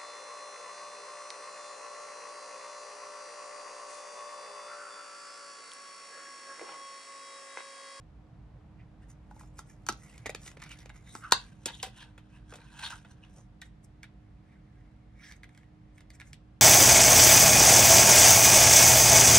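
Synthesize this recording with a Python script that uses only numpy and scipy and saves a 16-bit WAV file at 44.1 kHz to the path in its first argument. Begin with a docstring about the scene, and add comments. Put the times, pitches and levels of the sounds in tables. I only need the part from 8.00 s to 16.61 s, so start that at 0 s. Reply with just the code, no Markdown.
"""Opening a cassette case

Hands turn a small plastic case, snap it open and slide the tape out, close to a phone in a small room.
The empty case clacks onto the table, falls flat and is pushed along; then fingers turn the tape over.
Clicks and rubs are bursts of noise that ring the plastic part; squeaks are noise in a sinking resonance.
Underneath lie noise shaped into a low rumble and a soft rustle, and a faint hum of wavering sine tones."""
import sys
import numpy as np
from scipy import signal
from scipy.fft import rfft, irfft, next_fast_len
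from scipy.io import wavfile
from scipy.ndimage import uniform_filter1d

SR = 44100
rng = np.random.default_rng(int(sys.argv[2]) if len(sys.argv) > 2 else 0)


def inscribe(sig):
    """Save sig as 16-bit PCM at rate SR to the path in sys.argv[1].

    A 1-D sig is mono; a 2-D sig holds one channel per row.
    Samples are clipped to [-1, 1] before scaling.
    """
    pcm = np.round(np.clip(np.atleast_2d(sig).T, -1, 1) * 32767)
    wavfile.write(sys.argv[1], SR, pcm.astype(np.int16))


N = 379701

# Room rumble, its relative strength over pitch: pitch_hz, level_db
RUMBLE_SHAPE = [(20, -28), (30, -27), (42, -4.5), (51, 3.5), (63, -3.5), (88, -8.5), (113, -4), (160, -6),
                (220, -18), (290, -23.5), (700, -27), (2000, -37), (4000, -45), (10000, -58.5),
                (15000, -89.5)]
# Where the rumble sits: pitch_hz, left_minus_right_db
RUMBLE_SIDE = [(60, -1.5), (110, -1.5), (200, -3), (380, -8.5), (700, -1), (1290, 5), (2380, -2.5)]
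RUMBLE_DB = -53  # before its bass is eased
BASS_START_DB, BASS_END_DB, BASS_SETTLES_S = 2.5, -1, 7.7  # the bass of the rumble eases off
# Hum tones: pitch_hz, level_db
HUM_TONES = [(114, -64.5), (199, -65.5), (243, -71.5), (305, -66.5), (732, -79)]
# Soft rustle of moving hands: peak_s, length_s, level_db
RUSTLES = [(.6, 2.2, -67), (2.2, 4.2, -67), (5.39, 0.055, -59.5)]
# How alike left and right are: pitch_hz, likeness (0 to 1)
LEFT_RIGHT_LIKENESS = [(30, 1), (120, 1), (300, 0.44), (700, 0.029), (2000, 0.24), (5000, 0.16),
                       (15000, 0.2)]

# Plastic slipping on a finger, the tape or the table; a wide resonance scrapes, a narrow one squeaks:
# peak_s, length_s, level_db, pitch_hz, half_width_hz
SQUEAKS = [(0.13, 0.1, -76, 6100, 500), (0.806, 0.04, -64, 2320, 450), (2.266, 0.025, -49, 2100, 454),
           (2.718, .03, -49, 2700, 350), (3.1, 0.053, -58, 3770, 250), (3.238, .014, -45, 1390, 160),
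           (3.253, 0.031, -36.5, 1355, 160), (3.318, 0.031, -43.5, 1430, 160), (3.745, .03, -46, 3400, 300),
           (3.801, 0.0095, -43.5, 3200, 600), (4.004, .08, -55, 2980, 400), (4.933, 0.02, -42.5, 1350, 303),
           (5.238, 0.014, -54.5, 2790, 247), (7.261, 0.06, -59.5, 5500, 600)]
SQUEAK_SAG_HZ_PER_S = 1700

# Strokes of the rubbing sounds: peak_s, length_s, rasp_db, hiss_db
FINGERS_ON_CASE = [(1.035, 0.05, -69, -76), (1.108, 0.024, -64.5, -56.5), (1.415, 0.11, -69, -62.5),
                   (1.592, 0.027, -55.5, -46.5), (1.708, 0.056, -66.5, -60), (2.07, 0.24, -65.5, -59.5),
                   (2.145, 0.22, -64.5, -79), (2.466, 0.076, -57.5, -51), (2.652, 0.07, -56, -64),
                   (2.73, 0.072, -56, -58), (2.815, 0.061, -60.5, -63.5), (2.96, 0.063, -62.5, -63),
                   (3.08, 0.16, -66, -74), (3.155, 0.12, -63, -53), (3.245, 0.041, -58.5, -63)]
CASE_SLIDING = [(3.385, 0.19, -57.5, -59.5), (3.69, 0.038, -46.5, -69), (3.75, 0.13, -61, -56),
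                (3.865, 0.057, -53, -64), (3.975, 0.03, -58, -56.5), (4.015, 0.085, -53.5, -60),
                (4.35, 0.085, -64, -71.5), (4.52, 0.044, -61, -59.5), (4.63, 0.14, -58.5, -67),
                (4.74, 0.089, -58.5, -65), (4.795, 0.049, -51.5, -57), (4.849, 0.073, -42, -45.5),
                (4.92, 0.1185, -52.5, -53), (5.11, 0.056, -64, -66), (5.25, 0.086, -67.5, -76),
                (5.375, 0.1, -73, -65)]
FINGERS_ON_TAPE = [(5.655, .04, -66, -66), (5.845, 0.016, -86, -57.5), (6.525, 0.089, -68.5, -81),
                   (6.8, 0.38, -76, -86), (7.245, 0.078, -53.5, -63.5), (7.295, 0.083, -56, -60),
                   (7.365, 0.02, -68, -66.5), (7.575, .12, -71, -75), (7.985, 0.062, -68, -71.5),
                   (8.15, 0.03, -65, -61), (8.215, 0.064, -66, -72), (8.275, 0.057, -66.5, -63)]
# Every stroke: level at both ends, share of its length before the peak, roundness of the peak
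STROKE_EDGE_DB, STROKE_RISE_SHARE, STROKE_CURVE = -9.5, 0.53, 1.1

# Contacts of each thing that clicks: start_s, thud_db, ring_db, tick_db
FINGER_KNOCKS = [(1.311, -55, -55.5, -69.5), (1.364, -55, -80, -68), (1.409, -81, -52.5, -65),
                 (1.434, -70, -60.5, -70)]
CASE_CLICKS = [(1.5903, -57.5, -45, -53), (1.8656, -73, -49.5, -43.5), (1.8876, -59, -27.5, -30),
               (1.8928, -37.5, -35.5, -37), (1.9245, -51, -58, -47), (3.1515, -46.5, -41.5, -49)]
LID_CLICKS = [(2.1794, -77, -62, -55.5), (2.259, -44.5, -39, -50), (2.2622, -47.5, -40.5, -44),
              (2.2665, -43.5, -42, -44), (2.2945, -38.5, -40, -46.5), (2.301, -54, -57, -47),
              (2.3485, -46, -44, -41.5)]
TAPE_IN_CASE = [(2.4332, -72, -69, -58), (2.4631, -60, -59, -52), (2.4781, -68, -51, -49),
                (2.5152, -71, -58.5, -61), (2.571, -52.5, -54, -63), (2.6008, -80, -58, -64),
                (2.6194, -82, -51, -51.5), (2.625, -82, -48, -56), (2.638, -80, -56, -51.5),
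                (2.6926, -80, -61, -57), (2.7096, -80, -55, -56), (2.716, -72, -54, -51.5),
                (2.789, -67, -72, -56), (2.8587, -54, -55.5, -57.5), (2.8945, -81, -55, -59),
                (2.9005, -81, -49, -69)]
CASE_DROP = [(3.3105, -70.5, -52.5, -48), (3.3207, -57, -52, -33), (3.3221, -35.5, -20.5, -15),
             (3.3242, -28.5, -19.5, -25)]  # a light tick as it leaves the finger, then it lands, one edge after the other
TABLE_KNOCKS = [(3.6575, -57.5, -43, -29), (3.6595, -40, -66, -59), (3.698, -52, -50, -62),
                (4.1784, -62, -53.5, -61.5), (4.523, -49.5, -50, -72), (4.5375, -52, -50.5, -54),
                (4.556, -57, -59, -52), (4.585, -57, -60, -82), (5.0474, -61, -54, -71)]
CASE_SETTLES = [(3.8283, -62, -48, -33), (3.8302, -49, -39, -48), (3.8329, -45.5, -40, -48),
                (3.868, -49, -65, -56)]  # it falls flat and chatters to rest
TAPE_CLICKS = [(5.6168, -76.5, -56.5, -48.5), (5.6203, -69, -46.5, -63), (6.0317, -90, -48, -53.5),
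               (6.041, -85, -52, -68), (7.3133, -79, -54, -59), (7.322, -82, -57.5, -55),
               (7.4335, -85, -49, -60.5), (7.4415, -84, -55.5, -63), (7.4918, -83, -63, -71.5),
               (7.5487, -86, -66.5, -69), (7.5762, -81, -59.5, -62), (7.632, -85, -64.5, -81),
               (7.981, -76, -59.5, -66.5), (8.0067, -68, -61, -63), (8.1035, -74, -58.5, -57),
               (8.2, -71, -51, -57), (8.209, -80, -52, -60), (8.215, -72, -49, -62),
               (8.3313, -83, -55.5, -49.5)]
# A harder blow makes a shorter contact: level with the stated contact time, and how fast it shrinks
CONTACT_AT_DB, CONTACT_SLOPE = -58, 0.17

# What each thing rings with; t60 is the time to fade by 60 dB: pitch_hz, energy_db, t60_s
SHUT_CASE_MODES = [(835, 3.5, 0.041), (1020, 2, 0.03), (1400, 5, 0.015)]
CASE_MODES = [(211.1, -9.5, 0.14), (336, -3.5, 0.023), (860, -2, 0.025), (1085, -3, 0.035),
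              (1323.5, 1, 0.036), (1558, -1.5, 0.012), (2350, -10, .008), (2970, -18, 0.015),
              (4490, -15, 0.035), (5750, -9, 0.0089), (6200, -7.5, 0.011), (6945, -8.5, 0.0086)]
LID_MODES = [(476, -4.5, 0.016), (815, -5, 0.011), (1430, -5.5, 0.02), (1950, -0.5, 0.034),
             (2300, 3.5, 0.015), (3715, -6, .012), (5030, -6, .015), (6500, -0.5, 0.01), (7100, 1.5, 0.027),
             (10000, -8.5, .008)]
LANDING_MODES = [(470, -8.5, 0.0068), (912, -10.5, 0.055), (1050, 5, 0.0067), (1017, -13, 0.12),
                 (1400, 3.5, 0.0054), (1809, -5.5, 0.013), (2380, -9, 0.0073), (2900, -15.5, .05),
                 (3450, -7.5, .006), (4180, 2, .0045), (4280, -15, .06), (5100, -9.5, 0.0034),
                 (5850, -7.5, .008), (6960, 1, 0.0073)]  # case and table struck together
PRESSED_CASE_MODES = [(941, -4, 0.035), (1150, -10.5, 0.011), (1600, 0.5, 0.025), (2600, 4, 0.015),
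                      (3140, 5, 0.009), (4100, 2.5, 0.008), (5150, -8, 0.006), (6300, -7.5, 0.0042)]  # the case pressed to the table
CASE_ON_TABLE_MODES = [(294, -9, 0.045), (504, -4, 0.065), (905, -3, 0.077), (1150, 0, 0.016),
                       (1420, 4, 0.031), (1820, 1, 0.024), (2570, 3, 0.026), (3430, 9.5, 0.022),
                       (4584, 2.5, 0.01), (5750, 9, 0.008), (7070, 15, 0.009), (8480, 9, .01)]
FLAT_CASE_MODES = [(508, 0, 0.045), (764, 1.5, 0.12), (967, 7, 0.041), (1600, -5, .02), (2060, -7, 0.13),
                   (2800, -10, 0.056), (3230, -3, 0.077), (3990, -1, 0.035), (5040, -25, .03),
                   (7180, 3, .006)]  # lying flat, it sounds hollow
TAPE_MODES = [(1510, -4, 0.045), (1703, 1.5, 0.026), (2165, 8, 0.016), (2486, -4, 0.039), (3420, 0, 0.02),
              (4170, 0, 0.0096), (5440, -3, 0.014), (6230, -0.5, 0.011), (7630, 2.5, 0.0062)]

# Fading tail of the room: pitch_hz, t60_s, level_db
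ROOM_TAIL = [(150, 0.15, -17.5), (399.2, 0.21, -9.5), (995, 0.17, -9.5), (2300, 0.28, -8.5),
             (3800, 0.2, -4), (7000, 0.18, -16), (10123, 0.12, -13), (12030, 0.052, -20.5)]
# Nearby surfaces scatter sound back in one soft cluster: delay, spread, lift over the tail
EARLY_S, EARLY_WIDTH_S, EARLY_DB = .011, 0.0034, 6.5
BODY_BLUR_HZ, TREBLE_BLUR_HZ = 140, 480  # typical pitch wander of the tail
EDGE_HZ = 15800  # top of the audible band


def gain_of(db):
    """Turns decibels into a multiplier."""
    return 10 ** (np.asarray(db) / 20)


def evened(x):
    """Scales a sound to an average (rms) level of 1."""
    return x / np.sqrt(np.mean(x ** 2) + 1e-30)


def unit(x):
    """Scales a sound to a total energy of 1."""
    return x / np.sqrt(np.sum(x ** 2) + 1e-30)


def read(points, hz):
    """Reads the columns of a table at given pitches, evenly along a log scale."""
    f, *columns = np.transpose(points)
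    return [np.interp(np.log(hz + 1), np.log(f + 1), c) for c in columns]


def band(x, lo_hz, hi_hz, order=3):
    """Keeps the part of a sound between two pitches."""
    return signal.sosfilt(signal.butter(order, [lo_hz, hi_hz], "band", fs=SR, output="sos"), x)


def lows(x, edge_hz):
    """Keeps the part of a sound below an edge, without delay."""
    return signal.sosfiltfilt(signal.butter(3, edge_hz, fs=SR, output="sos"), x)


def add(mix, s, sound):
    """Mixes a sound in at time s; a negative time counts back from the end of the mix."""
    part = mix[round(s * SR):][:len(sound)]
    part += sound[:len(part)]


def left_right(a, b, hz):
    """Turns two unrelated spectra into a left-right pair, alike in the bass."""
    same = read(LEFT_RIGHT_LIKENESS, hz)[0]
    return np.array([a, same * a + np.sqrt(1 - same ** 2) * b])


def swell(t, peak_s, length_s):
    """Gain of one stroke at times t: it gathers speed, peaks and comes to rest."""
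    u = (t - peak_s) / length_s
    away = np.maximum(-u / STROKE_RISE_SHARE, u / (1 - STROKE_RISE_SHARE))
    return gain_of(STROKE_EDGE_DB * np.minimum(away, 10) ** STROKE_CURVE)


def effort(strokes):
    """Joint gain of overlapping strokes, given as peak_s, length_s, level_db; their powers add up."""
    t = np.arange(N) / SR
    coarse = t[::40]
    power = sum((gain_of(db) * swell(coarse, s, length)) ** 2 for s, length, db in strokes)
    return np.interp(t, coarse, np.sqrt(power + 1e-20))


def ring(modes, vary_db, detune):
    """Free ringing of a plastic part as fading sines; grip and point of contact vary its modes."""
    hz, db, t60 = np.transpose(modes)[:, :, None]
    size, shift = rng.standard_normal((len(modes), 2)).T[:, :, None]
    t = np.arange(4096) / SR
    sign = (-1) ** np.arange(len(modes))[:, None]  # neighbouring modes swing in opposite senses
    waves = sign * np.sin(2 * np.pi * hz * (1 + detune * shift) * t)
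    strength = gain_of(db + vary_db * size) / np.sqrt(t60)
    fade = np.exp(-np.log(1000) * t / t60)
    return unit((strength * fade * waves).sum(0))


def rub(rows, modes, slips_per_s, spread_db, direct_db, low_hz, split_hz, top_hz,
        grip_rasp_db, grip_hiss_db, bite_db, bite_slope, wander, clump_db=3):
    """Countless tiny uneven slips ring the part; a stroke's pressure feeds the rasp, its speed the hiss."""
    strokes, t = np.array(rows), np.arange(N) / SR
    first_s, last_s = rows[0][0], rows[-1][0]
    # between the strokes the part still creeps faintly in the grip
    held = uniform_filter1d(1. * ((t > first_s) & (t < last_s)), size=8000)
    pressure = np.hypot(effort(strokes[:, [0, 1, 2]]), gain_of(grip_rasp_db) * held)
    speed = np.hypot(effort(strokes[:, [0, 1, 3]]), gain_of(grip_hiss_db) * held)
    touching = (t > first_s - .3) & (t < last_s + .3)

    sizes = gain_of(spread_db * np.minimum(rng.exponential(1, N), 4))
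    clumps = evened(uniform_filter1d(rng.standard_normal(N), size=260))
    sizes *= gain_of(clump_db * clumps)  # the slips come in clumps
    slipping = (rng.random(N) < slips_per_s / SR) * touching
    slips, grit = rng.standard_normal((2, N)) * sizes * slipping
    sound = gain_of(direct_db) * grit + 1e-9

    # the grip keeps shifting, so the resonances wander from one moment to the next
    hop = SR // 40
    for start in np.flatnonzero(touching[:N - 2 * hop:hop]) * hop:
        moment = slips[start:start + 2 * hop] * signal.windows.cosine(2 * hop)
        add(sound, start / SR, signal.fftconvolve(moment, ring(modes, vary_db=4, detune=wander)))

    sound = band(sound, low_hz, 18000)
    body = lows(sound, split_hz)
    edge = band(sound - body, 1000, 4800, order=2)
    hiss = band(sound, 5400, top_hz, order=5)
    body, edge, hiss = (x / x[touching].std() for x in (body, edge, hiss))
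    # harder pressure makes the edge bite, which brightens the rasp
    bite = gain_of(bite_db) * np.maximum(pressure / pressure.max(), .1) ** bite_slope
    return pressure * (body + bite * edge) + speed * hiss


def clicks(rows, modes, detune, crack_db, chatter_db, chatter_s, lead_in_db, contact_ms, top_hz=9700):
    """Each contact is a brief noise swelling up to the blow, a rough crack, the part's ringing and chatter."""
    out = np.zeros(N)
    for s, thud_db, ring_db, tick_db in rows:
        loudest_db = max(thud_db, ring_db, tick_db)
        touch_ms = contact_ms * gain_of(CONTACT_SLOPE * (CONTACT_AT_DB - loudest_db))
        body = ring(modes, vary_db=0, detune=detune)
        t = np.arange(len(body)) / SR
        u = t * 1000 / max(touch_ms, .2)  # time counted in contact times
        grit, loose, lead_in_noise = rng.standard_normal((3, len(t)))
        crack = unit(band(grit, 1000, 21050, order=1) * u * np.exp(-1.5 * u))
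        chatter = unit(loose * np.exp(-t / chatter_s))
        ringing = (body + gain_of(chatter_db) * chatter) * (1 - np.exp(-2 * u))
        blow = ringing + gain_of(crack_db) * crack
        # a fading noise played backwards swells up to the blow
        lead_in = gain_of(lead_in_db) * unit(lead_in_noise * np.exp(-u / 2))[:SR // 50][::-1]
        blow = band(np.concatenate([lead_in, blow]), 170, top_hz)
        # a soft, heavy contact feeds the thud; a hard, light one feeds the tick
        thud, below_tick = lows(blow, 690), lows(blow, 2800)
        parts = [(thud_db, thud), (ring_db, below_tick - thud), (tick_db, blow - below_tick)]
        click = sum(gain_of(db) * unit(p) for db, p in parts)
        add(out, s - len(lead_in) / SR, np.sqrt(SR / 100) * click)  # levels count as rms over 10 ms
    return out


def background(waver=.25, left_lead_rad=.04):
    """Slowly easing room rumble, a wavering hum and the soft rustle of the hands."""
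    size = next_fast_len(N, real=True)
    hz, t, hum = np.fft.rfftfreq(size, 1 / SR), np.arange(N) / SR, np.zeros(N)
    a, b = rfft(rng.standard_normal((2, size))) * gain_of(read(RUMBLE_SHAPE, hz)[0])
    pair = left_right(a, b, hz) * gain_of(np.array([[.5], [-.5]]) * read(RUMBLE_SIDE, hz)[0])
    pair[0] *= np.exp(1j * left_lead_rad)
    whole, bass = irfft(pair, size)[:, :N], irfft(pair * (hz < 260), size)[:, :N]
    easing = gain_of(np.interp(t, [0, BASS_SETTLES_S], [BASS_START_DB, BASS_END_DB]))
    rumble = gain_of(RUMBLE_DB) * (whole + (easing - 1) * bass) / whole.std()
    for tone_hz, db in HUM_TONES:
        wobbles = rng.standard_normal((2, 110))
        drift, swell_by = (np.interp(t, np.linspace(0, t[-1], len(v)), v) for v in wobbles)
        tone = np.sin(2 * np.pi * tone_hz * t + 5 * waver * drift)
        hum += gain_of(db) * np.sqrt(2) * (1 + waver * swell_by) * tone
    rustle = effort(RUSTLES) * evened(band(rng.standard_normal(N), 220, 950, order=2))
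    return rumble + hum * gain_of([[-1.3], [1.3]]) + rustle


def squeaks(octave_db=-20):
    """Each slip is stick-slip noise in one broad, sinking resonance, with a weak octave."""
    out = np.zeros(N)
    t = np.arange(-SR // 4, SR // 4) / SR
    for s, length, db, hz, half_width_hz in SQUEAKS:
        narrow = signal.butter(3, half_width_hz, fs=SR, output="sos")
        jitter = signal.sosfilt(narrow, rng.standard_normal((4, len(t))))
        sinking_hz = hz - SQUEAK_SAG_HZ_PER_S * np.clip(t, -length, length)
        angle = 2 * np.pi * np.cumsum(sinking_hz) / SR
        main = jitter[0] * np.sin(angle) + jitter[1] * np.cos(angle)
        octave = jitter[2] * np.sin(2 * angle) + jitter[3] * np.cos(2 * angle)
        slip = gain_of(db) * swell(t, 0, length) * evened(main + gain_of(octave_db) * octave)
        # a peak before 0.25 s starts at a negative time: only its faint lead-in lands, at the very end
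        add(out, s + t[0], slip)
    return out


def fingers_on_case():
    """Fingers rub the case, and the slips ring its thin lid."""
    return rub(FINGERS_ON_CASE, LID_MODES, slips_per_s=3800, spread_db=2.0, direct_db=0.5,
               low_hz=1190, split_hz=2200, top_hz=11115, grip_rasp_db=-84.0, grip_hiss_db=-91.0,
               bite_db=0.0, bite_slope=0.59, wander=0.11)


def finger_knocks():
    """Fingers knock softly on the shut case, which rings low and short."""
    return clicks(FINGER_KNOCKS, SHUT_CASE_MODES, detune=0.027, crack_db=-19, chatter_db=-8,
                  chatter_s=0.0034, lead_in_db=-12, contact_ms=2.0)


def case_clicks():
    """Short contacts ring the whole case in the hands."""
    return clicks(CASE_CLICKS, CASE_MODES, detune=0.008, crack_db=-12, chatter_db=-8,
                  chatter_s=0.006, lead_in_db=-18.5, contact_ms=0.59)


def lid_clicks():
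    """The thin lid ticks crisply: its contacts and chatter are short."""
    return clicks(LID_CLICKS, LID_MODES, detune=0.048, crack_db=-4.0, chatter_db=-3.0,
                  chatter_s=.0025, lead_in_db=-8, contact_ms=0.35)


def tape_in_case():
    """The tape clicks in the case as it slides out, ringing the lid with a rough crack."""
    return clicks(TAPE_IN_CASE, LID_MODES, detune=0.073, crack_db=2, chatter_db=1,
                  chatter_s=0.0045, lead_in_db=-2, contact_ms=1.0, top_hz=8550)


def case_drop():
    """The empty case leaves the finger with a tick and lands edge after edge, ringing with the table."""
    return clicks(CASE_DROP, LANDING_MODES, detune=0.004, crack_db=-4.5, chatter_db=-14,
                  chatter_s=.002, lead_in_db=-22, contact_ms=1.5)


def case_sliding():
    """The case is pushed along the table, and the slips ring it while pressed down."""
    return rub(CASE_SLIDING, PRESSED_CASE_MODES, slips_per_s=5000, spread_db=1.0, direct_db=-4.5,
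               low_hz=780, split_hz=1800, top_hz=10560, grip_rasp_db=-79.0, grip_hiss_db=-88.0,
               bite_db=3.5, bite_slope=0.44, wander=0.035)


def table_knocks():
    """The case knocks on the table in longer contacts that ring it there."""
    return clicks(TABLE_KNOCKS, CASE_ON_TABLE_MODES, detune=0.015, crack_db=-12, chatter_db=-2.5,
                  chatter_s=0.011, lead_in_db=-34.0, contact_ms=2.3)


def case_settles():
    """The case falls flat, rings hollow and chatters to rest."""
    return clicks(CASE_SETTLES, FLAT_CASE_MODES, detune=0.0042, crack_db=0.5, chatter_db=-2,
                  chatter_s=0.018, lead_in_db=-19, contact_ms=2.5)


def tape_clicks():
    """The tape clicks in the fingers, ringing its own small plastic body."""
    return clicks(TAPE_CLICKS, TAPE_MODES, detune=0.061, crack_db=-2, chatter_db=-5.5,
                  chatter_s=0.0091, lead_in_db=-9.0, contact_ms=0.78)


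def fingers_on_tape():
    """Fingers turn the tape, and dense, fine slips ring it."""
    return rub(FINGERS_ON_TAPE, TAPE_MODES, slips_per_s=7700, spread_db=1.0, direct_db=-1,
               low_hz=1640, split_hz=2020, top_hz=11250, grip_rasp_db=-83.0, grip_hiss_db=-99,
               bite_db=-5.5, bite_slope=0.39, wander=0.048, clump_db=2)


def room(x, lead_s=3.6e-5, scatter_db=-14):
    """Direct sound reaches the left side first; scattered early echoes and a short diffuse tail follow."""
    hz, t, (a, b) = signal.stft(rng.standard_normal((2, SR // 2)), SR, nperseg=256)
    t60, db = read(ROOM_TAIL, hz[:, None])
    fade = gain_of(db) * np.exp(-np.log(1000) * t / t60) * np.sqrt(2 * np.log(1000) / (t60 * SR))
    tail = signal.istft(left_right(a, b, hz[:, None]) * fade, SR, nperseg=256)[1]
    t = np.arange(tail.shape[1]) / SR
    early_lift = gain_of(EARLY_DB * np.exp(-((t - EARLY_S) / EARLY_WIDTH_S) ** 2))
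    tail *= np.clip(t / 0.0046, 0, 1) ** 2 * early_lift

    size = next_fast_len(N, real=True)
    turn = -2j * np.pi * np.fft.rfftfreq(size, 1 / SR)
    # the phone's body colours the two sides in opposite ways
    scatter = gain_of(scatter_db) * np.exp(turn * .00025)
    sides = np.array([1 + scatter, (1 - scatter) * np.exp(turn * lead_s)])
    direct = irfft(rfft(x, size) * sides, size)[:, :N]

    # the tail is blurred in pitch, most of all in the treble, so it dies as an even rattle
    wander = np.cumsum(evened(uniform_filter1d(rng.standard_normal(N), size=40))) / SR
    body = lows(x, 2300)
    blurred = np.zeros(N)
    for part, blur_hz in [(body, BODY_BLUR_HZ), (x - body, TREBLE_BLUR_HZ)]:
        blurred += (signal.hilbert(part, size)[:N] * np.exp(2j * np.pi * blur_hz * wander)).real
    blurred = band(blurred, 140, 18000, order=2)
    return direct + signal.fftconvolve(blurred[None], tail, axes=1)[:, :N]


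def scene():
    """Case, lid, table and tape sound in the room, over its background."""
    hands = squeaks() + fingers_on_case() + finger_knocks() + case_clicks() + lid_clicks()
    hands += tape_in_case() + case_drop() + case_sliding() + table_knocks() + case_settles()
    hands += tape_clicks() + fingers_on_tape()
    return room(hands) + background()


def record(dry):
    """The microphone lifts 12 kHz and dulls the top. Apart from that, peaks near 1 are softly rounded so they
    stay below 1, then the band ends."""
    size = next_fast_len(N, real=True)
    hz = np.fft.rfftfreq(size, 1 / SR)
    tone_db = read([(10000, -1.5), (12000, 6), (15000, -11.5)], hz)[0]  # pitch_hz, level_db
    coloured = irfft(rfft(dry, size) * gain_of(tone_db), size)[:, :N]
    rounded = np.tanh(coloured)
    band_limit = signal.firwin(511, EDGE_HZ, window=("kaiser", 9), fs=SR)
    return signal.oaconvolve(rounded, band_limit[None], "same")


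dry = scene()
out = record(dry)
inscribe(out)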